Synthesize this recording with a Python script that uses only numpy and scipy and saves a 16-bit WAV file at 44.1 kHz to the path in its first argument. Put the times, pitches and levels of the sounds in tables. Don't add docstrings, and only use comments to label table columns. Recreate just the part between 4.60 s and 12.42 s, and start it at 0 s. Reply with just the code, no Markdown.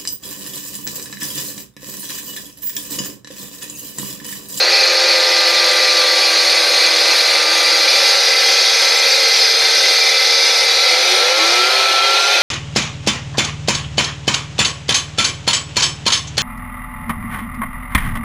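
import sys
import numpy as np
from scipy import signal
from scipy.fft import rfft, irfft, next_fast_len
from scipy.io import wavfile
from scipy.ndimage import uniform_filter1d, minimum_filter1d

SR = 44100
rng = np.random.default_rng(int(sys.argv[2]) if len(sys.argv) > 2 else 0)


def to_wav(s):
    ch = np.atleast_2d(s).T
    pcm = np.round(np.clip(ch, -1, 1) * 32767)
    wavfile.write(sys.argv[1], SR, pcm.astype(np.int16))


N = 344862

# (time [s], depth [0-1], run-out [0-1])
CUT_PROGRESS = [(0, 0.3, 0), (1, 0.6, 0.06), (2, 0.63, 0.04), (3, 0.64, 0.09), (4, 0.88, 0.03),
                (5, 0.92, 0), (6.1, 1, 0.09), (6.5, 0.98, 0.35), (6.8, 0.56, 0.29), (7.2, 0.66, 0.54),
                (7.82, 1, 0.54)]
# (time [s], firing rate [Hz])
ENGINE_SPEED = [(0.0, 87.8), (0.6, 86.6), (1.0, 85.2), (1.22, 85.7), (1.61, 83.3), (2.4, 81.6), (2.6, 80.6),
                (3.5, 79.6), (3.72, 78.0), (4.35, 78.3), (4.7, 76.6), (5.34, 76.8), (5.9, 78.0),
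                (6.16, 77.2), (6.38, 85.2), (6.64, 97.6), (6.79, 108.9), (7.1, 127.9), (7.19, 132.0),
                (7.49, 135.5), (7.62, 138.0), (7.82, 140.4)]
# (time [s], grinding [dB], spray and airy hiss [dB])
LOUDNESS_CURVE = [(0, -13, -32), (1.5, -14, -30.5), (3.2, -13.5, -29), (4.7, -15, -29.5), (6, -15, -30.5),
                  (6.8, -12, -31), (7.82, -13, -33.5)]
# (time [s], level [dB], half width [s])
GRINDING_DIPS = [(.07, -3, .03), (.38, -3, 0.015), (.83, -2, 0.026), (1.42, 0.5, .02), (2.29, -0.5, .02),
                 (2.86, -2.5, 0.048), (4.39, -0.5, .03), (4.86, -1, 0.035), (6.75, -3.5, 0.027),
                 (7.41, -4, 0.018)]

BLADE_PITCHES = [3850, 3970, 4182, 4290, 4380, 4455, 4530, 4655, 4775, 4920, 5050, 5145, 5255, 5660, 5750,
                 5940, 6170, 6240, 6520, 6780, 7295, 7555, 7740, 8110, 8420, 8680, 9165, 9360, 9670, 10870,
                 11470]
GUARD_PITCHES = [535, 778, 1575, 1760, 2020, 2380, 2570, 2830, 2965, 3180, 3320, 3470, 3660]
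# (width [Hz], shallow cut [dB per Hz], deep cut [dB per Hz], running free [dB per Hz])
BLADE_MODES = [(97, -58, -50, -65), (223, -54.5, -44, -46), (60, -36, -38, -67), (121, -51, -43.5, -43.5),
               (70, -58, -67, -47), (50, -38, -39, -69), (63, -34.5, -41.5, -55), (38.6, -47, -34, -55),
               (46.4, -35.5, -47.5, -69), (90, -47, -45, -70), (81, -58.5, -37.5, -60), (47, -46, -38, -56),
               (60, -55, -44, -75), (70, -53.5, -48, -61), (80, -55, -45.5, -58), (202, -82, -48.5, -55.5),
               (70, -72, -65, -81), (58, -62, -44, -82), (69, -52, -51.5, -69), (60, -59, -56, -72),
               (70, -64.5, -57.5, -71), (70, -58.5, -59, -71), (50, -73, -69, -74), (90, -65, -65, -70),
               (70, -76, -60, -69), (70, -91, -74, -66), (60, -68, -57.5, -69), (50, -70, -57, -74),
               (70, -73, -70, -77), (100, -67, -64.5, -74), (140, -68, -64, -78)]
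GUARD_MODES = [(86, -43, -50, -60.5), (59, -50.5, -52.5, -55), (86, -47, -51, -61), (29.7, -48, -58, -47),
               (107, -48, -41.5, -55), (137, -45, -44.5, -48.5), (139, -47.5, -51, -48),
               (61.5, -55, -53, -48), (56, -56, -52, -46), (72, -64, -61, -28), (95, -56.5, -44.5, -54),
               (86, -63, -44.5, -58), (91, -55, -43, -48)]
# (pitch [Hz], shift when the squared speed doubles [share of pitch])
SPIN_SHIFTS = [(4500, 0.0028), (5200, 0.014), (7300, 0.0064), (9200, -0.0061)]
KERF_SLIDES = {2020: 70, 4182: 35, 4530: 80, 4775: 100, 5145: 50, 5750: -80, 7295: -110, 7555: 60, 9165:
               -90}
RINGING_SWELLS = {2020: (5.9, 3.5, 0.65), 4182: (4.8, 2, 0.75), 4655: (2.4, 1.7, 0.7),
                  4775: (3.2, 5.8, 0.72), 5050: (2.4, 3.4, 0.76), 6240: (3.8, 3, 1), 6520: (3, 4, 0.51),
                  7295: (1.0, 3, 1.0), 7555: (4.45, 8.4, 0.28), 8110: (5, 3.3, .8), 8420: (6, 2.5, .7),
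                  8680: (.4, 8, .7), 9165: (2.2, 7.5, 0.91), 9360: (2.4, 8.2, 1.2)}
# (pitch [Hz], level [dB per Hz])
GRIT_SPECTRUM = [(300, -10.5), (540, -1.5), (640, -7.5), (780, -3), (1090, -8), (1500, -3), (2300, 1.5),
                 (3100, -6.5), (3700, 2.5), (4700, -1.5), (5450, -5), (6600, -6.5), (6950, -29),
                 (9000, -55)]
# (pitch [Hz], level [dB per Hz])
WHIRR_SPECTRUM = [(180, -69), (300, -35), (325, -5), (408, -2.5), (449, -14), (527, 2), (579, -5.5),
                  (727, 5.5), (1150, -11), (1350, 3), (1540, -17), (1960, -31), (4270, -9), (5600, -18),
                  (7400, -19), (9620, -55), (16300, -120)]

# (pitch [Hz], level [dB])
PIPE_SPECTRUM = [(300, -6.5), (400, -8.5), (470, -0.5), (580, 0.5), (640, -8), (760, -1.5), (1000, -13),
                 (1500, -23.5), (1780, -10), (2000, -17), (2600, -25)]
# (lightly loaded [dB], bogged down [dB], revving free [dB])
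ENGINE_LEVELS = (-31, -34.5, -26.5)
# (three pitches [Hz], width [Hz], three levels [dB], gain while speeding up [dB])
MUFFLER_TONES = [((365, 367, 370), 28, (-36, -35, -36), 9.6), ((528, 463, 537), 95, (-23, -31.5, -37),
                 18.4), ((1195, 1196, 1060), 114, (-24, -42, -39), 5.7), ((1333, 1333, 1357),
                 160, (-24.5, -28.5, -17.5), 1.7)]
# (lightly loaded [dB], half loaded [dB], bogged down [dB], revving free [dB])
ORDER_LEVELS = [(10, 19, 18, 2.5), (3, 1.5, -0.5, -3), (1.5, -11, -3.5, -1.5), (-1, -2.5, -0.5, 2),
                (7, -0.5, 3, -7), (-2, 6, 2.5, 1.5), (0, -8, 2, -3), (3, -4, 3, 2), (6, 3, 0, 3),
                (5, 6, 3.5, -5), (-8, 1, -5, 4), (-3, 2, 3.5, -8), (-11, -4.5, -3.5, 8), (1, -20, -1.5, 15),
                (1, -3, -0.5, 5), (0, -3, -0.5, 4), (-2, -2, 4, 6), (2, 0, 0, 0), (-10, -2, 0, 5),
                (8, 0, 0, 0)]
ORDER_FLARES = {3: (6.87, 3, .08), 4: (6.53, 6, .09), 5: (6.75, 7, .12), 6: (6.4, 4, .1), 7: (0.6, -3, .7),
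                8: (6.35, 5, .12), 9: (6.33, 6, .12), 10: (6.8, 6, .1), 12: (6.82, 3, .06),
                13: (6.5, 3, .1), 14: (6.62, 4, .09), 15: (2.9, 3, .5), 16: (6.75, 5, .12),
                17: (6.25, 7, .09)}

# (pitch [Hz], level [dB per Hz])
SPRAY_SPECTRUM = [(5500, -16), (7000, -10.5), (7500, -3.5), (7950, -10), (9000, -4), (10150, -5.5),
                  (11000, -8.5), (12500, -12), (12850, -13), (14000, -23), (15200, -40)]
# (pitch [Hz], level [dB per Hz])
AIRY_SPECTRUM = [(10500, -31), (11100, -1), (11800, -5), (12500, -1), (13300, 3), (14200, -20), (15200, -3)]

LIGHT_HZ, HALF_HZ, BOGGED_HZ, FREE_HZ = 87.5, 81.5, 77, 125
RUN_OUT_S = 6.15
LOAD_POWER = 6
SURGE_HZ_PER_S = 99
BLADE_TURNS = .5
MID_DEPTH = .6
HISS_DIPS = 1.2
BASS_CUT_HZ, CUTOFF_HZ = 322, 15150


def amp(db):
    return 10 ** (np.asarray(db) / 20)


def rms_one(x):
    return x / np.sqrt(np.mean(x ** 2) + 1e-20)


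def in_time(rows):
    s, *columns = np.transpose(rows)
    return [np.interp(np.arange(N) / SR, s, column) for column in columns]


def at_hz(points, hz):
    table_hz, values = np.array(points).T
    return np.interp(np.log(hz), np.log(table_hz), values)


def bump(s, db, width_s):
    return db * np.exp(-((np.arange(N) / SR - s) / width_s) ** 2)


def drift(rate_hz):
    r = np.exp(-128 * np.pi * rate_hz / SR)
    noise = rng.standard_normal(N // 64 + 1502)
    slow = signal.lfilter([1], [1, -2 * r, r * r], noise)[1500:]
    return np.interp(np.arange(N) / 64, np.arange(len(slow)), rms_one(slow))


def coloured(x, spectrum):
    size = next_fast_len(N)
    hz = np.maximum(np.arange(size // 2 + 1) * SR / size, 1)
    filtered = irfft(rfft(x, size) * amp(at_hz(spectrum, hz)), size)[:N]
    return rms_one(filtered)


def grains(per_s, spread_db):
    sizes = amp(spread_db * np.minimum(rng.exponential(1, N), 5)) * rng.choice([-1, 1], N)
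    happens = rng.random(N) < per_s / SR
    return rms_one(sizes * happens)


def rings(pitches, modes, drives, depth, free, flicker_db, wander, spin=0):
    out = np.zeros(N)
    reach = np.maximum.accumulate(depth) - MID_DEPTH
    for k, (hz, (width_hz, shallow_db, deep_db, free_db)) in enumerate(zip(pitches, modes)):
        r = np.exp(-np.pi * width_hz / SR)
        pitch_share = 1 + at_hz(SPIN_SHIFTS, hz) * spin + wander * drift(0.56)
        moving_hz = KERF_SLIDES.get(hz, 0) * reach + hz * pitch_share
        carrier = np.exp(2j * np.pi * np.cumsum(moving_hz) / SR)
        shifted = drives[k % len(drives)] / carrier
        slow = signal.lfilter([(1 - r) ** 2], [1, -2 * r, r * r], shifted)
        cut_db = shallow_db + depth * (deep_db - shallow_db)
        level_db = (1 - free) * cut_db + free * free_db
        if hz in RINGING_SWELLS:
            level_db = level_db + bump(*RINGING_SWELLS[hz])
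        gain = np.sqrt(2 * SR) * amp(level_db + flicker_db * drift(4.6))
        out += gain * (slow * carrier).real
    return out


def grinding(bite, firing, depth, free):
    drives = [bite * grains(12000, spread_db=4.0) for _ in range(4)]
    spin = ((firing / LIGHT_HZ) ** 2 - 1).clip(0)
    blade = rings(BLADE_PITCHES, BLADE_MODES, drives, depth, free, flicker_db=1.85, wander=0.0015, spin=spin)
    guard = rings(GUARD_PITCHES, GUARD_MODES, drives[::-1], depth, free, flicker_db=1.5, wander=0.0086)
    tearing = np.sqrt(1 - free) * amp(-2.0) * coloured(drives[0], GRIT_SPECTRUM)
    whirr = np.sqrt(free) * amp(-7.0) * coloured(drives[1], WHIRR_SPECTRUM)
    return amp(14.5) * (blade + guard) + tearing + whirr


def by_state(values, load, rev):
    light, bogged, free = values
    return (1 - rev) * (light + load * (bogged - light)) + rev * free


def exhaust(firing, turns):
    out = np.zeros(N)
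    cutting = np.arange(N) < RUN_OUT_S * SR
    sag_share = np.clip((LIGHT_HZ - firing) / (LIGHT_HZ - BOGGED_HZ), 0, 1)
    load = np.where(cutting, sag_share ** LOAD_POWER, 1)
    rev = np.where(cutting, 0, np.clip((firing - BOGGED_HZ) / (FREE_HZ - BOGGED_HZ), 0, 1))
    speeding_up = uniform_filter1d(np.gradient(firing) * SR, size=SR // 5)
    surge = np.clip(speeding_up / SURGE_HZ_PER_S, 0, 1)
    level_db = by_state(ENGINE_LEVELS, load, rev)
    sag_hz = np.where(cutting, firing, BOGGED_HZ)
    tones = []
    for pitches_hz, width_hz, levels_db, surge_db in MUFFLER_TONES:
        tone = amp(by_state(levels_db, load, rev) + surge_db * surge)
        tones.append((by_state(pitches_hz, load, rev), 2 / width_hz, tone))
    for order, (light_db, half_db, bogged_db, free_db) in enumerate(ORDER_LEVELS, start=3):
        hz = order * firing
        gain = amp(level_db + at_hz(PIPE_SPECTRUM, hz) + 1.5 * drift(1.7))
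        for centre_hz, sharpness, tone in tones:
            gain = gain + tone / (1 + ((hz - centre_hz) * sharpness) ** 2) ** 2
        sag_db = np.interp(sag_hz, [BOGGED_HZ, HALF_HZ, LIGHT_HZ], [bogged_db, half_db, light_db])
        own_db = (1 - rev) * sag_db + rev * free_db
        if order in ORDER_FLARES:
            own_db = own_db + bump(*ORDER_FLARES[order])
        waver = amp(own_db + .8 * drift(4.0))
        phase_wander = 0.12 * np.sqrt(order) * drift(5.3)
        out += gain * waver * np.sin(2 * np.pi * (order * turns + rng.random()) + phase_wander)
    return out


def spray_hiss(flicker):
    return amp(-1.0) * flicker * coloured(grains(9000, spread_db=-1.0), SPRAY_SPECTRUM)


def airy_hiss(flicker):
    extra_flicker = amp(2.9 * drift(7.5))
    return amp(-5) * flicker * extra_flicker * coloured(grains(8300, spread_db=6.5), AIRY_SPECTRUM)


def scene():
    firing, = in_time(ENGINE_SPEED)
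    turns = np.cumsum(firing) / SR
    dips_db = sum(bump(*dip) for dip in GRINDING_DIPS)
    depth, free = np.clip(in_time(CUT_PROGRESS), 0, 1)
    grind_db, hiss_db = in_time(LOUDNESS_CURVE)
    rim_db = 1.2 * np.sin(2 * np.pi * BLADE_TURNS * turns)
    jolt_db = 1.2 * np.sin(2 * np.pi * turns)
    bite = amp(rim_db + jolt_db + 0.68 * drift(7.0))
    grind = amp(grind_db + dips_db) * grinding(bite, firing, depth, free)
    engine = exhaust(firing, turns)
    flicker = amp(hiss_db + HISS_DIPS * dips_db) * bite * amp(0.63 * drift(30.0))
    middle = grind + engine + spray_hiss(flicker)
    return middle + airy_hiss(flicker) * np.array([[1], [-.15]])


def record(dry):
    hold = round(.004 * SR)
    peak = -minimum_filter1d(-np.abs(dry).max(axis=0), hold)
    gain = uniform_filter1d(np.minimum(1, (.62 / peak) ** .45), hold)
    bass_cut = signal.ellip(8, .5, 50, BASS_CUT_HZ, "high", fs=SR, output="sos")
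    x = signal.sosfilt(bass_cut, gain * dry)
    x = x / (1 + np.abs(x / .95) ** 10.0) ** .1
    top_cut = signal.ellip(10, .5, 70, CUTOFF_HZ, fs=SR, output="sos")
    return signal.sosfilt(top_cut, x)


dry = scene()
out = record(dry)
to_wav(out)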